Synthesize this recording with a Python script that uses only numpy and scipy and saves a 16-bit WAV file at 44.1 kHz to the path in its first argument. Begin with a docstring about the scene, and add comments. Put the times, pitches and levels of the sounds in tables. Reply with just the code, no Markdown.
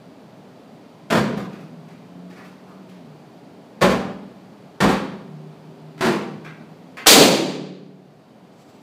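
"""A big latex balloon is punched four times in a bare, ringing room and bursts on the fifth blow.
Each punch thuds, slaps and rings the skin; in between, fingers scuff and squeak on the rubber.
The burst cracks, overloads the microphone and pushes its limiter down as a low boom swells up.
Cloth rustles faintly at the end; outside, a far engine drones over the murmur of traffic."""
import sys
import numpy as np
from scipy import signal
from scipy.fft import rfft, irfft
from scipy.io import wavfile
from scipy.ndimage import uniform_filter1d

SR = 44100
rng = np.random.default_rng(int(sys.argv[2]) if len(sys.argv) > 2 else 0)


def transcribe(signal):
    """Save signal, clipped to [-1, 1], as a 16-bit WAV file at the path in sys.argv[1]."""
    frames = np.atleast_2d(signal).T
    limited = np.clip(frames, -1, 1)
    pcm = np.round(limited * 32767).astype(np.int16)
    wavfile.write(sys.argv[1], SR, pcm)


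N = 388942
TIME = np.arange(N) / SR


# Knuckles land, the fist sinks in, the balloon rebounds; one row per contact:
# start_s, thud_db, slap_db, low_cut_hz, ring_hz, ring_db, flutter_decay_s
PUNCHES = [(1.101, -22, -9.5, 110, 420, -26, 0.0025), (1.105, -6, -2, 60, 644, -10, 0.0065),
           (1.122, -2, -9, 45, 300, -5, 0.011), (1.150, -3, -3, 45, 206, -2.5, 0.009),
           (1.372, -14.5, -20.5, 110, 195, -17, 0.0074), (3.81, -17, -10, 110, 420, -16, .004),
           (3.8147, -3, 2, 41.6, 548, -8, 0.0067), (3.827, -0.5, -3.5, 42, 734, -7.5, 0.011),
           (3.841, -1.5, -14, 42, 517, -6, 0.013), (3.895, -7.5, -8.5, 60, 284, -11.5, 0.015),
           (4.8034, 1.5, 1.5, 50, 317, -12, 0.0084), (4.822, -0.5, -10.5, 50.3, 347, -2, 0.0077),
           (4.836, -4.5, -10, 50, 223, -5, .008), (4.884, -11, -5, 80, 770, -11, .014),
           (6.008, -8, -2.5, 45, 344, -7, 0.0048), (6.024, -10.5, -11.5, 60, 340, -11, 0.013),
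           (6.049, -6.5, -3, 161, 219, -4.5, 0.0068), (6.064, -15, -22, 161, 342, -4.5, 0.0079),
           (6.111, -15.5, -15, 161, 400, -21, 0.0033)]

def punches(hand_db):
    """Every contact of fist, balloon and body sounds in turn; a glancing one lacks bass."""
    out = np.zeros(N)
    for start_s, thud_db, slap_db, low_cut_hz, ring_hz, ring_db, decay_s in PUNCHES:
        hit = contact(thud_db, slap_db, ring_hz, ring_db, decay_s)
        add(out, start_s, low_cut(hit, low_cut_hz))
    return from_db(hand_db) * out


# Weight of the shoved air: freq_hz, level_db
THUD = [(20, -41), (40, -13.5), (60, 1.5), (82, -17), (130, 2.5), (220, 1), (400, -1), (800, -7),
        (1500, -22), (4000, -40), (15000, -78.5)]
# Smack of the skin: freq_hz, level_db
SLAP = [(30, -40.5), (120, -18), (300, -4.5), (700, 1.5), (1100, 2), (1750, -3), (2600, -8.5),
        (4600, -13.5), (5300, -17.5), (8000, -21), (11000, -27.5), (15000, -30.5)]
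# Hollow tone of the balloon's air and skin: pitch_hz, level_db, t60_s
BALLOON_MODES = [(205, -1.5, 0.061), (310, -12.5, 0.16), (500, -21, .15), (553, -9, 0.16), (658, 0, 0.23),
                 (755, 2.5, 0.1), (1206, 3, 0.12)]

def contact(thud_db, slap_db, ring_hz, ring_db, decay_s, cavity_db=-14.5, give_s=0.0011, ring_t60_s=0.04):
    """A contact shoves air, smacks the soft skin and rings the balloon, one mode most, by where it lands."""
    t = TIME[:SR // 2]
    push = flutter(decay_s, snap=0, attack_s=give_s)
    cavity = signal.fftconvolve(push, ringing(BALLOON_MODES, t))[:len(t)]
    thud = coloured(push, THUD) + from_db(cavity_db) * cavity
    slap = coloured(flutter(decay_s, snap=0, attack_s=give_s), SLAP)
    pitch_hz = ring_hz * (1 + 0.12 * np.exp(-t / 0.004))  # sharp while the dent stretches the skin
    phase = 2 * np.pi * np.cumsum(pitch_hz) / SR
    ring = unit_energy(np.sin(phase) * from_db(-60 * t / ring_t60_s))
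    return from_db(thud_db) * thud + from_db(slap_db) * slap + from_db(ring_db) * ring


def flutter(decay_s, snap, attack_s=1e-5):
    """An optional snap, then the slack skin flapping ever more weakly; equally strong at all pitches."""
    t = TIME[:SR // 2]
    envelope = np.exp(-t / decay_s) * (1 - np.exp(-(t + 1 / SR) / attack_s))
    flaps = unit_energy(rng.standard_normal(len(t)) * envelope)
    flaps[0] += snap
    for _ in range(4):  # flatten the spectrum while keeping the hit short
        white = irfft(np.exp(1j * np.angle(rfft(flaps))), len(t))
        flaps = white * np.minimum(1, 10 * envelope)
    return unit_energy(flaps)


# Bright rip of the latex: freq_hz, level_db
TEAR = [(40, -43), (100, -20.5), (170, -4.5), (400, 1.5), (700, 1.5), (1400, -5.5), (2300, -3.5),
        (3100, -2), (4700, 1), (5150, -4), (7200, -3), (10000, -10), (15000, -12)]
# Colour of the low boom: freq_hz, level_db
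BOOM_COLOUR = [(40, -42), (90, -35), (150, -1.5), (270, 3), (400, 7), (700, 1), (1000, -7.5), (1500, -15),
               (4000, -50)]
# Four layers of the bang: start_s, level_db, decay_s
SPLIT = (7.061, -13, .005)
CRACK, BOOM, FLARE = (7.0685, 24.56, .014), (7.155, 15.1, .022), (7.195, 5.4, 0.017)

def burst(burst_db):
    """The skin splits and tears open; a low boom swells up after the crack and the treble flares again."""
    out = np.zeros(N)
    layers = (SPLIT, SLAP), (CRACK, TEAR), (BOOM, BOOM_COLOUR), (FLARE, TEAR)
    for (start_s, level_db, decay_s), spectrum in layers:
        layer = coloured(flutter(decay_s, snap=0.14), spectrum)
        add(out, start_s, from_db(level_db + burst_db) * layer)
    return out


# Low end under each blow: start_s, level_db, pitch_hz, swell_s
THROBS = [(1.11, -5, 60, .025), (3.818, 1, 57, 0.023), (4.81, -3, 60, 0.017), (6.01, -8, 60, .014),
          (7.172, 33.5, 275, .007)]

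def throbs():
    """The whole balloon throbs for a few heavy cycles under each punch; a low swell follows the burst."""
    out, t = np.zeros(N), TIME[:SR // 2]
    for start_s, level_db, pitch_hz, swell_s in THROBS:
        throb = np.sin(2 * np.pi * pitch_hz * t) * t * np.exp(-t / swell_s)
        add(out, start_s, from_db(level_db) * unit_energy(throb))
    return out


# Fingers slipping on the latex: peak_s, scuff_db, squeak_db, rise_s, pitch_hz
RUBS = [(1.373, -29.5, -27, .003, 1060), (1.53, -40.5, -34.5, 0.013, 2300), (1.6, -42, -35.5, 0.023, 1200),
        (1.891, -42, -42, .02, 2060), (2.305, -39.5, -39, 0.0047, 2000), (2.375, -38, -28.5, 0.019, 1810),
        (2.45, -37.5, -48, .01, 2600), (2.685, -47, -32.5, 0.0097, 1160), (2.894, -40, -50.5, .006, 2997),
        (5.979, -33.5, -33, 0.00079, 2000), (6.447, -42, -23.5, .0015, 2020),
        (6.97, -32, -19, 0.0011, 2140)]
# Colour of the scuff: freq_hz, level_db
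RUBBER = [(100, -14.5), (700, 0.5), (1500, 4), (2400, 2.5), (3300, 0.5), (5000, -3), (9000, -12),
          (15000, -14)]
# Broad resonance of the squeak, steep on top: pitch_ratio, level_db
SQUEAK = [(.08, -18), (.22, -4), (.45, -3), (.65, 0.5), (1.22, 0), (1.55, -11), (3, -24.5), (7, -41)]

def rubs(slips_per_s, finger_db, squeak_lag_s=0.0068):
    """Latex sticks and slips in uneven ticks: a bright scuff, then the stretched patch's warmer squeak."""
    out, t = np.zeros(N), TIME[:SR // 2]
    for peak_s, scuff_db, squeak_db, rise_s, pitch_hz in RUBS:
        lead_s = 3 * rise_s
        decay_s = 0.005 + 0.9 * rise_s  # a slowly building rub also dies slowly
        pressure = np.exp(np.minimum((t - lead_s) / rise_s, (lead_s - t) / decay_s))
        stretch = signal.lfilter([1], [1, -np.exp(-1 / (squeak_lag_s * SR))], pressure)
        slips = (rng.random(len(t)) < slips_per_s / SR) * rng.standard_normal(len(t))
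        scuff = unit_energy(coloured(slips * pressure, RUBBER))
        resonance = [(pitch_hz * ratio, db) for ratio, db in SQUEAK]
        squeak = unit_energy(coloured(slips * stretch, resonance))
        add(out, peak_s - lead_s, from_db(scuff_db) * scuff + from_db(squeak_db) * squeak)
    return from_db(finger_db) * out


# Standing waves between the walls: pitch_hz, level_db, t60_s
ROOM_MODES = [(59.2, -8, 0.75), (118, -9, .9), (149.2, -7, 1.7), (185.7, -2.5, 1.3), (204.4, -1, 1.05),
              (238, -2, .95), (282.8, -3.5, 1), (326, -1, .8), (351, -4.5, 0.78), (384.8, -2.5, 1.05),
              (421.5, -6.5, 1), (491, -4.5, 0.71), (518, -4.5, .95), (585, -10, 0.89), (679, -4.5, 0.69),
              (784, -5, 0.65)]
# Tone of the diffuse tail, which yields to the standing waves in the bass: freq_hz, level_db
DIFFUSE = [(90, -2), (160, -1.5), (280, 1), (400, 1), (600, 0), (900, -0.5), (1250, 1), (2500, 0.5)]
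# Ring time of the tail: freq_hz, t60_s
ROOM_T60 = [(50, 0.49), (170, 1.0), (350, 0.8), (700, 0.71), (1500, 0.66), (3500, 0.66), (7000, 0.53),
            (14000, 0.38)]
# The balloon is swung to a new place for each span between these marks: time_s
MOVES_S = [1, 1.36, 3.7, 4.7, 5.9, 6.4, 7.05, 7.7]

def room(x, direct_db, modes_db, clumping_db, build_s, echoes_per_s):
    """Direct sound, standing waves and uneven wall echoes that thicken into a tail dying band by band."""
    t = TIME[:SR]
    density = np.clip(echoes_per_s / SR * (1 + (t / .012) ** 2), 1e-3, 1)
    early_lift = 1 + 0.61 * np.exp(-t / 0.045)  # the near walls answer more strongly at first
    onset = (1 - np.exp(-t / build_s)) * early_lift
    bins_hz = np.fft.rfftfreq(len(t), 1 / SR)
    centres_hz = np.geomspace(40, 16000, 18)
    bands = [at_hz(np.c_[centres_hz, weights], bins_hz) for weights in np.eye(len(centres_hz))]
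    envelopes = [onset * from_db(at_hz(DIFFUSE, hz) - 60 * t / at_hz(ROOM_T60, hz)) for hz in centres_hz]
    standing = from_db(modes_db) * ringing(ROOM_MODES, t)
    out = from_db(direct_db) * x
    for start_s, end_s in zip(MOVES_S, MOVES_S[1:]):  # fresh echoes for each place
        clumps = from_db(clumping_db * wander(110)[:len(t)])
        strengths = clumps * rng.standard_normal(len(t))
        arrivals = rng.random(len(t)) < density
        echo_spectrum = rfft(strengths * arrivals / np.sqrt(density))
        tail = np.zeros(len(t))
        for band, envelope in zip(bands, envelopes):
            band_gain = np.sqrt(np.mean(band ** 2) * np.sum(envelope ** 2))
            tail += band_gain * unit_energy(irfft(echo_spectrum * band) * envelope)
        span = x[round(start_s * SR):round(end_s * SR)]
        add(out, start_s, signal.fftconvolve(span, unit_energy(tail) + standing))
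    return out


# Colour of cloth and necklace: freq_hz, level_db
RUSTLE = [(200, -5), (1500, -5), (3000, -3.5), (5500, -5), (7200, -7.5), (7800, -0.5), (8500, -14),
          (15000, -16.5)]

def rustle(start_s, attack_s, level_db):
    """Cloth and necklace brush faintly and unevenly as the arms come down."""
    fade_in = np.clip((TIME - start_s) / attack_s, 0, 1)
    brushing = from_db(level_db + 3.1 * wander(40))
    return fade_in * brushing * coloured(rng.standard_normal(N), RUSTLE)


# Two pulls of the far engine, one curve each: time_s, firing_hz, level_db
PULLS = [
    [(1.5, 79.05, -62), (1.66, 80.8, -43), (1.9, 82.25, -50), (2.02, 87.25, -48), (2.17, 88.5, -42),
     (2.4, 91, -49), (2.8, 95.5, -49), (2.96, 92.1, -46.5), (3.08, 76, -46.5), (3.2, 75.3, -52),
     (3.35, 74, -67)],
    [(5.08, 75.8, -58), (5.3, 76.5, -42), (5.6, 77.86, -45), (5.9, 78.6, -45), (6.4, 77.46, -44),
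     (6.7, 80, -48.5), (6.9, 87, -53), (7.0, 88, -62)],
]
# Low exhaust orders that pass the walls: firing_multiple, level_db
EXHAUST = [(2, 0), (3, -12), (4, -17), (5, -20)]
# Room resonances that the drone excites: centre_hz, width_hz, boost_db
DRONE_RESONANCES = [(254.4, 7.5, 12), (389.5, 18, 11)]

def engine(waver_db, jitter_hz):
    """The engine gathers speed in steps and drops back; its orders swell as they cross a room resonance."""
    out = np.zeros(N)
    for pull in PULLS:
        time_s, firing_hz, level_db = np.transpose(pull)
        pitch_hz = np.interp(TIME, time_s, firing_hz) + jitter_hz * wander(27)
        phase = 2 * np.pi * np.cumsum(pitch_hz) / SR
        drone = sum(np.sin(order * phase) * from_db(db + waver_db * wander(18)) for order, db in EXHAUST)
        envelope = np.interp(TIME, time_s, from_db(level_db), left=0, right=0)
        out += np.sqrt(2) * envelope * drone
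    return resonant(out, DRONE_RESONANCES)


# Dark bed of street noise: freq_hz, level_db
TRAFFIC = [(25, -41.5), (75, -23), (115, -6.5), (180, 1), (290, -1), (350, -8), (400, -3.5), (500, -8.5),
           (660, -7), (1100, -16.5), (1700, -23.5), (4700, -30), (5300, -34), (10000, -42.5), (15500, -46)]

def traffic(level_db):
    """A steady murmur of traffic, dulled by the walls."""
    return from_db(level_db) * coloured(rng.standard_normal(N + SR), TRAFFIC)[SR:]


def from_db(db):
    """Decibels to gain."""
    return 10 ** (np.asarray(db) / 20)


def unit_energy(x):
    """Scale so that the squares add up to one."""
    return x / np.sqrt(np.sum(x ** 2) + 1e-20)


def at_hz(points, hz):
    """Read a table on a log-frequency axis."""
    known_hz, values = np.transpose(points)
    return np.interp(np.log(np.maximum(hz, 1)), np.log(known_hz), values)


def coloured(x, spectrum, size=4096):
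    """Minimum-phase EQ with this spectrum; white noise keeps its power."""
    gains = from_db(at_hz(spectrum, np.fft.rfftfreq(size, 1 / SR)))
    cepstrum = irfft(np.log(gains))
    cepstrum[1:size // 2] *= 2
    cepstrum[size // 2 + 1:] = 0
    impulse = unit_energy(irfft(np.exp(rfft(cepstrum))))
    return signal.fftconvolve(x, impulse)[:len(x)]


def low_cut(x, hz, order=2):
    """Roll off the bass."""
    return signal.sosfilt(signal.butter(order, hz, "high", fs=SR, output="sos"), x)


def resonant(x, resonances):
    """Each resonance lifts a narrow band of the sound."""
    for hz, width_hz, boost_db in resonances:
        band = signal.lfilter(*signal.iirpeak(hz, hz / width_hz, fs=SR), x)
        x = x + (from_db(boost_db) - 1) * band
    return x


def ringing(modes, t):
    """Sum of dying sines, one per mode."""
    sines = (from_db(db - 60 * t / t60_s) * np.sin(2 * np.pi * hz * t) for hz, db, t60_s in modes)
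    return unit_energy(sum(sines))


def wander(rate_hz):
    """Smooth random drift with a spread near one."""
    knots = rng.standard_normal(N // 100)
    return np.interp(TIME * rate_hz, np.arange(len(knots)), knots)


def add(track, start_s, sound):
    """Mix a sound into the track."""
    start = round(start_s * SR)
    track[start:start + len(sound)] += sound[:N - start]


def scene():
    """The balloon in the room, far enough off for the echoes to outweigh it, and the street behind."""
    balloon = punches(hand_db=14.0) + rubs(slips_per_s=2200, finger_db=16.5) + burst(burst_db=28.0)
    mix = room(balloon, direct_db=-9.5, modes_db=-19.5, clumping_db=1.5, build_s=0.0012, echoes_per_s=1200)
    mix += throbs()  # kept free of echoes
    mix += rustle(start_s=8.5, attack_s=0.066, level_db=-62.5)
    mix += traffic(level_db=-44.5) + engine(waver_db=3.5, jitter_hz=0.6)
    return mix[None]


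# Resonances of the housing around the microphone: centre_hz, width_hz, boost_db
HOUSING = [(2380, 120, 1.5), (3070, 71, 1.1), (4620, 170, 2.5)]

def microphone(x, overload_db, bias):
    """The housing colours the sound; the capsule saturates, sooner on one side, so the bang rumbles."""
    headroom = from_db(overload_db)
    drive = resonant(x, HOUSING) / headroom
    saturated = headroom * (np.tanh(drive + bias) - np.tanh(bias)) * np.cosh(bias) ** 2
    return low_cut(saturated, hz=30)


def limiter(x, ceiling_db, release_s, sidechain_cut_hz):
    """The gain drops at once when the level above the bass passes the ceiling, then creeps back."""
    sidechain = low_cut(x, sidechain_cut_hz, order=1)
    level_db = 10 * np.log10(np.maximum(uniform_filter1d(sidechain ** 2, size=160), 1e-12))
    over_db = np.maximum(level_db - ceiling_db, 1e-9)
    release = TIME / release_s  # each peak's reduction dies away exponentially
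    reduction_db = np.exp(np.maximum.accumulate(np.log(over_db) + release, axis=-1) - release)
    return x * from_db(-uniform_filter1d(reduction_db, size=40))


def record(dry):
    """A quick limiter and a slow one hold the bang down and duck the street; peaks and top are trimmed."""
    picked_up = microphone(dry, overload_db=24.5, bias=.22)
    held = limiter(picked_up, ceiling_db=16.0, release_s=0.016, sidechain_cut_hz=300)
    ducked = limiter(held, ceiling_db=-6.0, release_s=0.66, sidechain_cut_hz=500)
    soft_clipped = ducked / (1 + ducked ** 6) ** (1 / 6)
    high_cut = signal.ellip(10, .2, 80, 15450, fs=SR, output="sos")
    return signal.sosfilt(high_cut, soft_clipped)


dry = scene()
out = record(dry)
transcribe(out)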